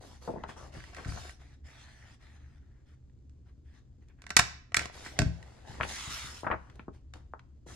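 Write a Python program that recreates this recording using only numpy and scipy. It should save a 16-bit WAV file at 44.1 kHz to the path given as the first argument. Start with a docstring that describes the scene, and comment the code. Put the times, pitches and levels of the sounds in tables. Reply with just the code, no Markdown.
"""A small stapler is picked up, squeezed through a few sheets of paper, released and set on a wooden desk.
Each impact inside it excites the damped modes of its plastic shell and steel channel; softer blows
drive the low modes of the desk. The sheets, handled and turned over, hiss by friction and pop by buckling.
All of it is close to a two-port microphone in a small reverberant room with a low rumble."""
import sys
import numpy as np
from scipy import signal
from scipy.fft import rfft, irfft
from scipy.io import wavfile
from scipy.ndimage import uniform_filter1d

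SR = 44100
rng = np.random.default_rng(int(sys.argv[2]) if len(sys.argv) > 2 else 0)


def waveform_to_disk(signal):
    """Save audio, clipped to [-1, 1], as 16-bit WAV at the path in sys.argv[1]."""
    frames = np.transpose(np.atleast_2d(signal))
    scaled = np.clip(frames, -1, 1) * 32767
    samples = np.round(scaled).astype(np.int16)
    wavfile.write(sys.argv[1], SR, samples)


N = 341775
SIZE = 16384  # samples in one impact
T = np.arange(SIZE) / SR
HZ = np.fft.rfftfreq(SIZE, 1 / SR)

# colour of the stapler's clicks, fading above 10 kHz: frequency_hz, gain_db
CLICK_COLOUR = [(60, -17), (180, -2.5), (350, -12.5), (700, 0), (1100, -1), (1700, 5), (3200, 1.5),
                (4200, 1), (8300, -2), (10000, -12), (12000, -18.5), (13500, -41), (15200, -32.5),
                (16500, -39)]
# modes of the shell and steel channel: pitch_hz, level_db, t60_s
STAPLER_MODES = [(743.5, 2, 0.035), (1126, -4, 0.087), (1376, 1, 0.12), (1552, 2.5, 0.11),
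                 (1734, 3.5, 0.073), (1972, -7, 0.036), (2287, 1, 0.025), (2770, -13.5, 0.075),
                 (3720, -1.5, 0.025), (4190, -2.5, 0.04), (5360, 3, .03), (5740, -8, .07),
                 (6370, -9.5, 0.043), (7320, -8, 0.045), (9100, -13.5, 0.036)]
# level difference, left minus right, of each source: frequency_hz, difference_db
STAPLER_SIDE = [(200, 2), (620, 3), (1000, 0), (1500, -4), (2200, -5), (3800, -2), (5600, -4), (9000, 1)]
PAPER_SIDE = [(200, -1), (650, 5), (1100, 5.5), (2000, 1), (2800, -2.5), (4000, -2), (6500, 0), (9000, 1)]
# colour of the paper hiss, broad near 2 kHz and fading above 12 kHz: frequency_hz, density_db
HISS_COLOUR = [(500, -22), (800, -8), (1300, -2), (2000, 0.5), (2500, -1.5), (3300, -1.5), (6400, -6),
               (8200, -9), (9200, -13), (11700, -22), (13300, -49), (15300, -27), (16200, -29)]
# strokes of paper over paper, desk and skin, levels relative: start_s, length_s, hiss_db, rub_db, fizz_db
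STROKES = [(0.0, .16, -67, -58.5, -66), (.205, 0.11, -67, -57.5, -66.5), (.31, 0.22, -77, -53.5, -88),
           (.475, 0.034, -56.5, -50, -77), (.555, 0.12, -65, -52, -69.5), (.715, 0.083, -62, -51.5, -81),
           (.8, 0.18, -66, -60.5, -76), (.945, 0.12, -62.5, -55, -70.5), (1.06, 0.25, -60, -59, -59.5),
           (1.385, 0.036, -71, -57, -90), (4.77, 0.069, -51, -48.5, -59), (4.92, 0.22, -60.5, -56.5, -63),
           (5.03, .055, -52.5, -67, -65), (5.15, 0.13, -64, -52.5, -75), (5.31, 0.7, -71, -62.5, -87.5),
           (5.655, 0.17, -63, -53, -71), (5.81, 0.11, -58, -51.5, -60), (5.87, 0.25, -47.5, -59, -52.5),
           (6.085, .19, -48, -60.5, -51.5), (6.28, 0.13, -58.5, -58.5, -58), (6.53, 0.3, -79.5, -65.5, -94),
           (6.925, 0.033, -74.5, -65, -82), (7.135, 0.037, -70, -55.5, -78), (7.66, 0.22, -65, -55, -62)]


def stapler(contact_ms=0.87, ring_db=-8, chatter_db=-24, chatter_s=0.007, dense_db=-7, dense_s=0.005):
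    """Impact excitation: each contact, a crunch with a trail of chatter, rings the stapler's modes."""
    # contacts: start_s, level_db, tilt_db_per_octave, cavity_db
    # picked up near 1 s, spring loaded from 3.1 s, staple driven at 4.37 s, let up at 4.72 s, then set down
    contacts = [ (.803, -50.5, 3, 22), (.839, -49, -3.5, 8), (0.947, -49, 1, 10), (.966, -48.5, 0, 12),
                (1.0474, -46.5, 1, 18), (1.054, -52, -2, 3), (1.091, -51, 4, 19), (1.122, -48.5, -5.5, 2),
                (1.162, -46.5, -7.5, -10), (1.294, -50, 1.5, 15), (3.097, -76.5, -5, 5), (3.295, -74, 1, 0),
                (4.085, -71.5, 0.5, -4.5), (4.2191, -54.5, .5, 3), (4.2396, -55, -5, 1),
                (4.266, -45, -1.5, 5), (4.293, -56, -1, -1), (4.304, -35, -2, -1), (4.308, -38, -4.5, 4),
                (4.366, -16.5, 2, -4), (4.3676, -15, 0.5, 3), (4.372, -20.5, 3.5, 4), (4.3905, -22, 1, 1),
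                (4.3935, -20.5, -3.5, 1.5), (4.395, -19, 0.5, 3), (4.72, -50.5, -5.5, 3),
                (4.7441, -22, 1.5, 13.5), (4.7663, -29.5, 5.5, -4), (4.769, -22.5, 0, 3.5),
                (4.7929, -31.5, 2.5, 13), (4.816, -42, -2.5, 3), (4.856, -39.5, -4, -12),
                (4.897, -49.5, -10, -2), (5.0613, -43, -11, 15), (5.1895, -22.5, -1.5, -1),
                (5.2178, -33.5, -2.5, 3), (5.427, -53.5, 1, 14)]
    out = np.zeros((2, N))
    # countless weak modes give every contact the same fine grain
    dense_modes = scatter(np.exp(-T / dense_s))[0] * HZ / np.hypot(HZ, 900)
    click = minimum_phase(amp(curve(CLICK_COLOUR, HZ))) * (1 + amp(dense_db) * dense_modes)
    modes = rfft(ringing(STAPLER_MODES))
    body = click + modes * amp(ring_db) * np.linalg.norm(click) / np.linalg.norm(modes)
    cavity = np.exp(-0.5 * (np.log2((HZ + 1) / 1700) / 0.55) ** 2)  # broad resonance at 1700 Hz
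    age = T * 1000 / contact_ms
    envelope = age * np.exp(1 - age) + amp(chatter_db) * np.exp(-T / chatter_s)
    for start_s, level_db, tilt_db, cavity_db in contacts:
        colour = minimum_phase(amp(tilt(tilt_db) + cavity_db * cavity))
        spectrum = scatter(envelope) * body * colour * panned(STAPLER_SIDE, HZ)
        add(out, start_s, at_level(irfft(spectrum), level_db))
    return out


def rattle(count=18, level_db=-52, spread_db=3, knock_s=0.0012, tilt_db=-4):
    """Play between parts: the staple strip and spring knock at random, exciting the stapler's modes."""
    # while the stapler is lifted: start_s, end_s
    span = (.93, 1.31)
    out = np.zeros((2, N))
    colour = minimum_phase(amp(curve(CLICK_COLOUR, HZ) + tilt(tilt_db)))
    body = rfft(ringing(STAPLER_MODES)) * colour * panned(STAPLER_SIDE, HZ)
    knock = irfft(scatter(np.exp(-T / knock_s)) * body)
    for k, (jitter, strength) in enumerate(rng.random((count, 2))):
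        start_s = np.interp(k + jitter, [0, count], span)
        add(out, start_s, at_level(knock, level_db + spread_db * (2 * strength - 1)))
    return out


def desk(side_db=3.0, low_hz=55):
    """Plate vibration: the longer a blow's contact time, the more it favours the desk's lowest modes."""
    # blows through the rubber foot or the hand: start_s, level_db, contact_ms
    blows = [(0.77, -41.5, 0.96), (1.060, -33.5, 1.6), (1.085, -29.5, 4.7), (1.141, -38, 7.7),
             (4.368, -36, 0.4), (4.394, -32, 1.0), (4.77, -37, 2.1), (5.1905, -35, 0.36),
             (5.197, -21.5, 0.54), (5.219, -21.5, 0.81), (5.262, -23, 3.3), (5.697, -41, 1.7),
             (5.805, -34.5, 0.95), (6.076, -41, 1.1), (6.244, -42, 1.6), (6.509, -35, 9)]
    # bending modes of the desk top: pitch_hz, level_db, t60_s
    modes = [(69.3, -4.5, 0.45), (112, -6, 0.21), (130.8, -0.5, .12), (165, -5, 0.38), (210, -4, 0.038),
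             (282.4, -5, 0.15), (381.3, -7.5, .2), (635, -14, 0.093), (640.4, -8.5, 0.16)]
    out = np.zeros((2, N))
    radiation = signal.butter(2, low_hz, "high", fs=SR, output="sos")  # slow bending radiates little
    top = signal.sosfilt(radiation, ringing(modes))
    for start_s, level_db, contact_ms in blows:
        thud = signal.fftconvolve(rise_and_decay(contact_ms), top)[:SIZE]
        add(out, start_s, at_level(thud, level_db))
    return out * amp([[side_db / 2], [-side_db / 2]])


def buckling(steepness=6.36, delay_at_1khz_s=0.00114, push_hz=170, even_flutter_ms=3.4):
    """Snap-through buckling: a dispersive bending pulse, then flutter; the whole sheet pushes some air."""
    # snaps of the sheets: start_s, level_db, top_edge_hz, flutter_ms, push_db
    snaps = [(.2755, -33.5, 1200, 7.4, 3), (.288, -31.5, 795, 12.7, 0), (.337, -38, 830, 4.8, 3),
             (.355, -36.5, 950, 14, 5), (0.4387, -37, 1570, 2.4, -3), (.488, -42.5, 2000, 13, 4),
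             (0.564, -48.5, 1220, 15, -5), (.982, -42.5, 2120, 11.6, -2), (1.171, -45.5, 1660, 11, -8),
             (5.801, -35, 1780, 5.3, -2), (5.8094, -28, 2560, 3.8, -19), (5.8316, -32, 2800, 4.3, -9),
             (6.432, -38.5, 1324, 3.8, -3), (6.444, -37, 1750, 7, 0), (6.466, -27.5, 1863, 6.7, -2),
             (6.472, -34.5, 1950, 7.7, -1), (6.501, -31, 1680, 6, 2), (6.512, -26.5, 2190, 7.3, -10),
             (6.5221, -31.5, 1800, 9.3, 1), (6.537, -33, 1760, 7.2, 0), (6.7941, -45, 2680, 3.8, 3),
             (6.8805, -38.5, 1300, 5, 13), (7.3356, -40, 1450, 1.32, -22), (7.6625, -50, 800, 6, 0)]
    # radiation of the held stack: frequency_hz, gain_db
    stack = [(130, 3), (300, 3), (480, 4), (830, 2.5), (1400, 1), (2200, -2.5), (4000, 0.5)]
    out = np.zeros((2, N))
    pulse = np.exp(-4j * np.pi * delay_at_1khz_s * np.sqrt(HZ * 1000))  # treble arrives first
    push = 2 * (HZ / push_hz) ** 2 / (1 + (HZ / push_hz) ** 4)
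    for start_s, level_db, top_hz, flutter_ms, push_db in snaps:
        flutter_share = 1 / (1 + (even_flutter_ms / flutter_ms) ** 3)  # of the energy
        flutter = scatter(rise_and_decay(flutter_ms))
        motion = np.sqrt(1 - flutter_share) * pulse + np.sqrt(flutter_share) * flutter
        low_hz = 0.4 * top_hz
        radiated = HZ ** 2 / np.hypot(HZ ** 2, low_hz ** 2) + amp(push_db) * push
        treble_loss = np.hypot(1, (HZ / top_hz) ** steepness)
        band = minimum_phase(amp(curve(stack, HZ)) * radiated / treble_loss)
        add(out, start_s, at_level(irfft(motion * band * panned(PAPER_SIDE, HZ)), level_db))
    return out


def sliding():
    """Friction noise: fibres catch as the sheets slide over each other, under fingers and into the jaw."""
    # nudges of the stack into the jaw, levels relative: start_s, length_s, scrape_db, hiss_db
    nudges = [(1.385, 0.16, -70.5, -71.5), (1.635, 0.51, -65, -65.5), (1.76, 0.082, -80, -61),
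              (2.19, 0.18, -68, -70), (2.37, 0.21, -73.5, -78.5), (2.59, 0.23, -81, -89.5),
              (2.85, .09, -74.5, -76), (3.445, 0.053, -74, -80), (3.64, 0.11, -77, -80),
              (3.72, .07, -71.5, -73), (4.005, 0.022, -70, -77), (4.075, 0.026, -67, -91),
              (4.175, 0.016, -67, -99)]
    # colours of the sliding sounds: frequency_hz, density_db
    soft_rub = [(120, -4.5), (300, 1), (700, -1.5), (1200, -8), (2000, -9), (4000, -75)]
    hollow_scrape = [(300, -19), (700, -0.5), (1030, -4.5), (1300, -3), (1800, 3.5), (2400, -4.5),
                     (3400, -14), (6000, -32.5)]
    jaw_hiss = [(900, -17.5), (2000, -6.5), (2700, -9.5), (3430, 1), (4200, -3.5), (5100, -2.5), (6200, -4),
                (8300, -9.5), (11000, -19.5), (13000, -70)]
    skin_fizz = [(2000, -22), (3800, -5.5), (5500, 2), (8000, -4), (11000, -8), (12500, -23), (14000, -29)]
    hiss, rub, fizz = stroke_gains(STROKES, attack_s=0.023, release_s=0.029, sag_db=3, arch_db=2)
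    scrape, jaw = stroke_gains(nudges, attack_s=0.036, release_s=0.014, sag_db=4, arch_db=-1.5)
    out = amp(4) * hiss * grainy_noise(HISS_COLOUR, PAPER_SIDE, grain_db=2, patch_db=2.34)
    out += rub * grainy_noise(soft_rub, PAPER_SIDE, grain_db=5, patch_db=3.2)
    out += amp(3) * scrape * grainy_noise(hollow_scrape, PAPER_SIDE, grain_db=2.5, patch_db=2)
    out += amp(1) * jaw * grainy_noise(jaw_hiss, PAPER_SIDE, grain_db=1.5, patch_db=4)
    out += amp(3) * fizz * grainy_noise(skin_fizz, PAPER_SIDE, grain_db=2.2, patch_db=4.5)
    return out


def edge_ticks(tick_s=0.0036):
    """Stick and slip: a finger leaves the paper's edge in a short burst coloured like the hiss."""
    # finger slips: start_s, level_db, tilt_db_per_octave
    slips = [(.437, -42, -10), (6.699, -58.5, -4.5), (6.756, -67.5, 4), (7.137, -50, -2.5),
             (7.3939, -56, -6.5)]
    out = np.zeros((2, N))
    for start_s, level_db, tilt_db in slips:
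        colour = minimum_phase(amp(curve(HISS_COLOUR, HZ) + tilt(tilt_db)))
        spectrum = scatter(np.exp(-T / tick_s)) * colour * panned(PAPER_SIDE, HZ)
        add(out, start_s, at_level(irfft(spectrum), level_db))
    return out


def room(x, wet_db, early_db, early_s=0.017, gap_s=0.004, count=1500, slot=20):
    """Reverberation: sparse reflections, strongest from near surfaces, each band dying at its own rate."""
    # reverberation time: frequency_hz, t60_s
    decay = [(100, 0.3), (400, 0.36), (1500, 0.48), (6000, 0.42), (9000, 0.254), (14000, 0.36)]
    # colour of the reflections: frequency_hz, gain_db
    colour = [(120, 2.5), (300, 1), (700, 1.5), (1100, -0.5), (1500, -1.5), (2300, -1.5), (3500, -1),
              (5500, 0), (8500, -4), (14000, -5.5)]
    arrivals = np.arange(count) * slot + rng.integers(0, slot, (2, count))  # one per slot of samples
    taps = np.zeros((2, count * slot))
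    np.put_along_axis(taps, arrivals, rng.choice([-1., 1.], arrivals.shape), 1)
    hz, t, spectra = signal.stft(taps, SR, nperseg=256)
    gain_db = curve(colour, hz)[:, None] - 60 * t / curve(decay, hz)[:, None]
    tail = signal.istft(spectra * amp(gain_db), SR, nperseg=256)[1]
    t = np.arange(tail.shape[1]) / SR
    tail = tail * np.clip(t / gap_s - 1, 0, 1) * (1 + amp(early_db) * np.exp(-t / early_s))
    return amp(wet_db) * signal.fftconvolve(x, tail / np.linalg.norm(tail[0]), axes=1)[:, :N]


def rumble(level_db=-53.5, handling_db=-2):
    """Incoherent sources add in power: the building's rumble swells while hands move over the desk."""
    # background spectrum: frequency_hz, density_db
    spectrum = [(20, -14.5), (40, -6.5), (56, -3.5), (72, 5.5), (92, -12.5), (118, -2.5), (160, -18),
                (270, -18), (450, -30.5), (900, -45), (2500, -52), (7500, -51.5), (10000, -70),
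                (16000, -73.5)]
    rub = stroke_gains(STROKES, attack_s=0.024, release_s=0.32, sag_db=3, arch_db=4)[1]
    level = np.hypot(amp(level_db), amp(handling_db) * rub)
    return level * grainy_noise(spectrum, side=[(60, 1.0), (2000, 0.21)], grain_db=-2, patch_db=0)


def ringing(modes):
    """Modal superposition: a tap leaves damped sinusoids, each with its energy set by its level."""
    return sum(amp(db - 60 * T / t60) / np.sqrt(t60) * np.sin(2 * np.pi * hz * T) for hz, db, t60 in modes)


def scatter(envelope):
    """Tiny random impacts add up to a noise burst: two spectra, even in power across wide bands."""
    spectra = rfft(rng.standard_normal((2, SIZE)) * envelope)
    band_power = uniform_filter1d(abs(spectra) ** 2, size=400, axis=1)
    return ports(spectra / np.sqrt(band_power + 1e-20), HZ)


def stroke_gains(rows, attack_s, release_s, sag_db, arch_db):
    """Friction follows speed: each layer's gain rises, arches or dips midway, sags and dies away."""
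    t = np.arange(2 * SR) / SR
    power = np.zeros((len(rows[0]) - 2, N))
    for start_s, length_s, *levels_db in rows:
        along = np.clip(t / length_s, 0, 1)
        speed = np.clip(t / attack_s, 0, 1) * np.exp(-np.maximum(t - length_s, 0) / release_s)
        speed *= amp(arch_db * (np.sin(np.pi * along) - 0.5) - sag_db * (along - 0.5))
        add(power, start_s, np.outer(amp(levels_db), speed) ** 2)
    return np.sqrt(power)


def grainy_noise(spectrum, side, grain_db, patch_db):
    """Random modulation: noise of rms 1 whose level flickers by grain_db and colour by patch_db."""
    grains = amp(grain_db * unit_rms(uniform_filter1d(rng.standard_normal(N), size=60)))
    frames = signal.stft(rng.standard_normal((2, N)) * grains, SR, nperseg=1024)[2]
    patches = uniform_filter1d(rng.standard_normal(frames.shape[1:]), size=9, axis=0)  # across frequency
    patches = uniform_filter1d(patches, size=7, axis=1)  # across time
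    noise = signal.istft(frames * amp(patch_db * unit_rms(patches)), SR, nperseg=1024)[1][:, :N]
    hz = np.fft.rfftfreq(N, 1 / SR)
    return unit_rms(irfft(ports(rfft(noise), hz) * amp(curve(spectrum, hz)) * panned(side, hz), N))


def ports(spectra, hz):
    """Partial coherence: two independent spectra become the partly alike pair at the microphone."""
    # likeness of the two ports: frequency_hz, coherence_ratio
    coherence = [(100, 0.94), (300, .92), (600, 0.24), (1100, 0.78), (2200, 0.47), (4000, 0.73), (6500, .3),
                 (9500, 0.79), (14000, 0.33)]
    # phase lead of the left port: frequency_hz, lead_rad
    lead = [(100, 0.18), (300, 1.03), (600, -0.1), (1100, -0.17), (2200, 0.3), (4000, 1.5), (6500, -4.5),
            (8800, -4), (15000, 5)]
    shared = np.clip(curve(coherence, hz), 0, 1)
    right = shared * spectra[0] + np.sqrt(1 - shared ** 2) * spectra[1]
    return np.array([spectra[0], right * np.exp(-1j * curve(lead, hz))])


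def panned(side, hz):
    """A level difference split evenly into left and right gains."""
    return amp(np.outer([0.5, -0.5], curve(side, hz)))


def minimum_phase(gain):
    """Causality: the response with this gain that rings only after the blow."""
    log_gain = np.log(np.maximum(np.r_[gain, gain[-2:0:-1]], 1e-5))
    return np.exp(np.conj(signal.hilbert(log_gain)))[:len(gain)]


def rise_and_decay(decay_ms):
    """Exponential decay with an onset four times as fast."""
    return np.exp(-T * 1000 / decay_ms) * -np.expm1(-T * 4000 / decay_ms)


def tilt(db_per_octave):
    """Spectral slope in dB about 2500 Hz, flat below 700 Hz."""
    return db_per_octave * np.log2(np.maximum(HZ, 700) / 2500)


def at_level(x, db):
    """Equal energy: fades a blow out and scales it to match db held for 10 ms."""
    fade = np.clip(3 - 12 * T, 0, 1)
    return amp(db) * unit_rms(x * fade) * np.sqrt(SR / 100 / SIZE)


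def add(mix, start_s, sound):
    """Superposes a sound on the mix from start_s."""
    part = mix[:, max(round(start_s * SR), 0):][:, :sound.shape[-1]]
    part += sound[..., :part.shape[-1]]


def curve(points, hz):
    """Linear interpolation on a log-frequency axis."""
    point_hz, value = np.transpose(points)
    return np.interp(np.log(hz + 1), np.log(point_hz + 1), value)


def unit_rms(x):
    """Scales to rms 1."""
    return x / np.sqrt(np.mean(x ** 2) + 1e-30)


def amp(db):
    """Decibels to amplitude ratio."""
    return 10 ** (np.asarray(db) / 20)


def scene():
    """Superposition: the direct sound of stapler, paper and desk, their reflections, and the rumble."""
    clicks = stapler() + rattle() + edge_ticks()
    pops = buckling()
    handling = sliding() + desk()
    mix = clicks + room(clicks, wet_db=-13, early_db=4)
    mix += pops + room(pops, wet_db=-10, early_db=16.5)
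    mix += handling + room(handling, wet_db=-11, early_db=5)
    return mix + rumble()


def record(dry):
    """Soft saturation rounds off the tallest peaks; a low-pass at 15.9 kHz limits the band."""
    rounded = dry / (1 + (dry / 0.8) ** 6) ** (1 / 6)
    low_pass = signal.firwin(401, 15900, window=("kaiser", 9), fs=SR)
    return signal.oaconvolve(rounded, low_pass[None], "same")


dry = scene()
out = record(dry)
waveform_to_disk(out)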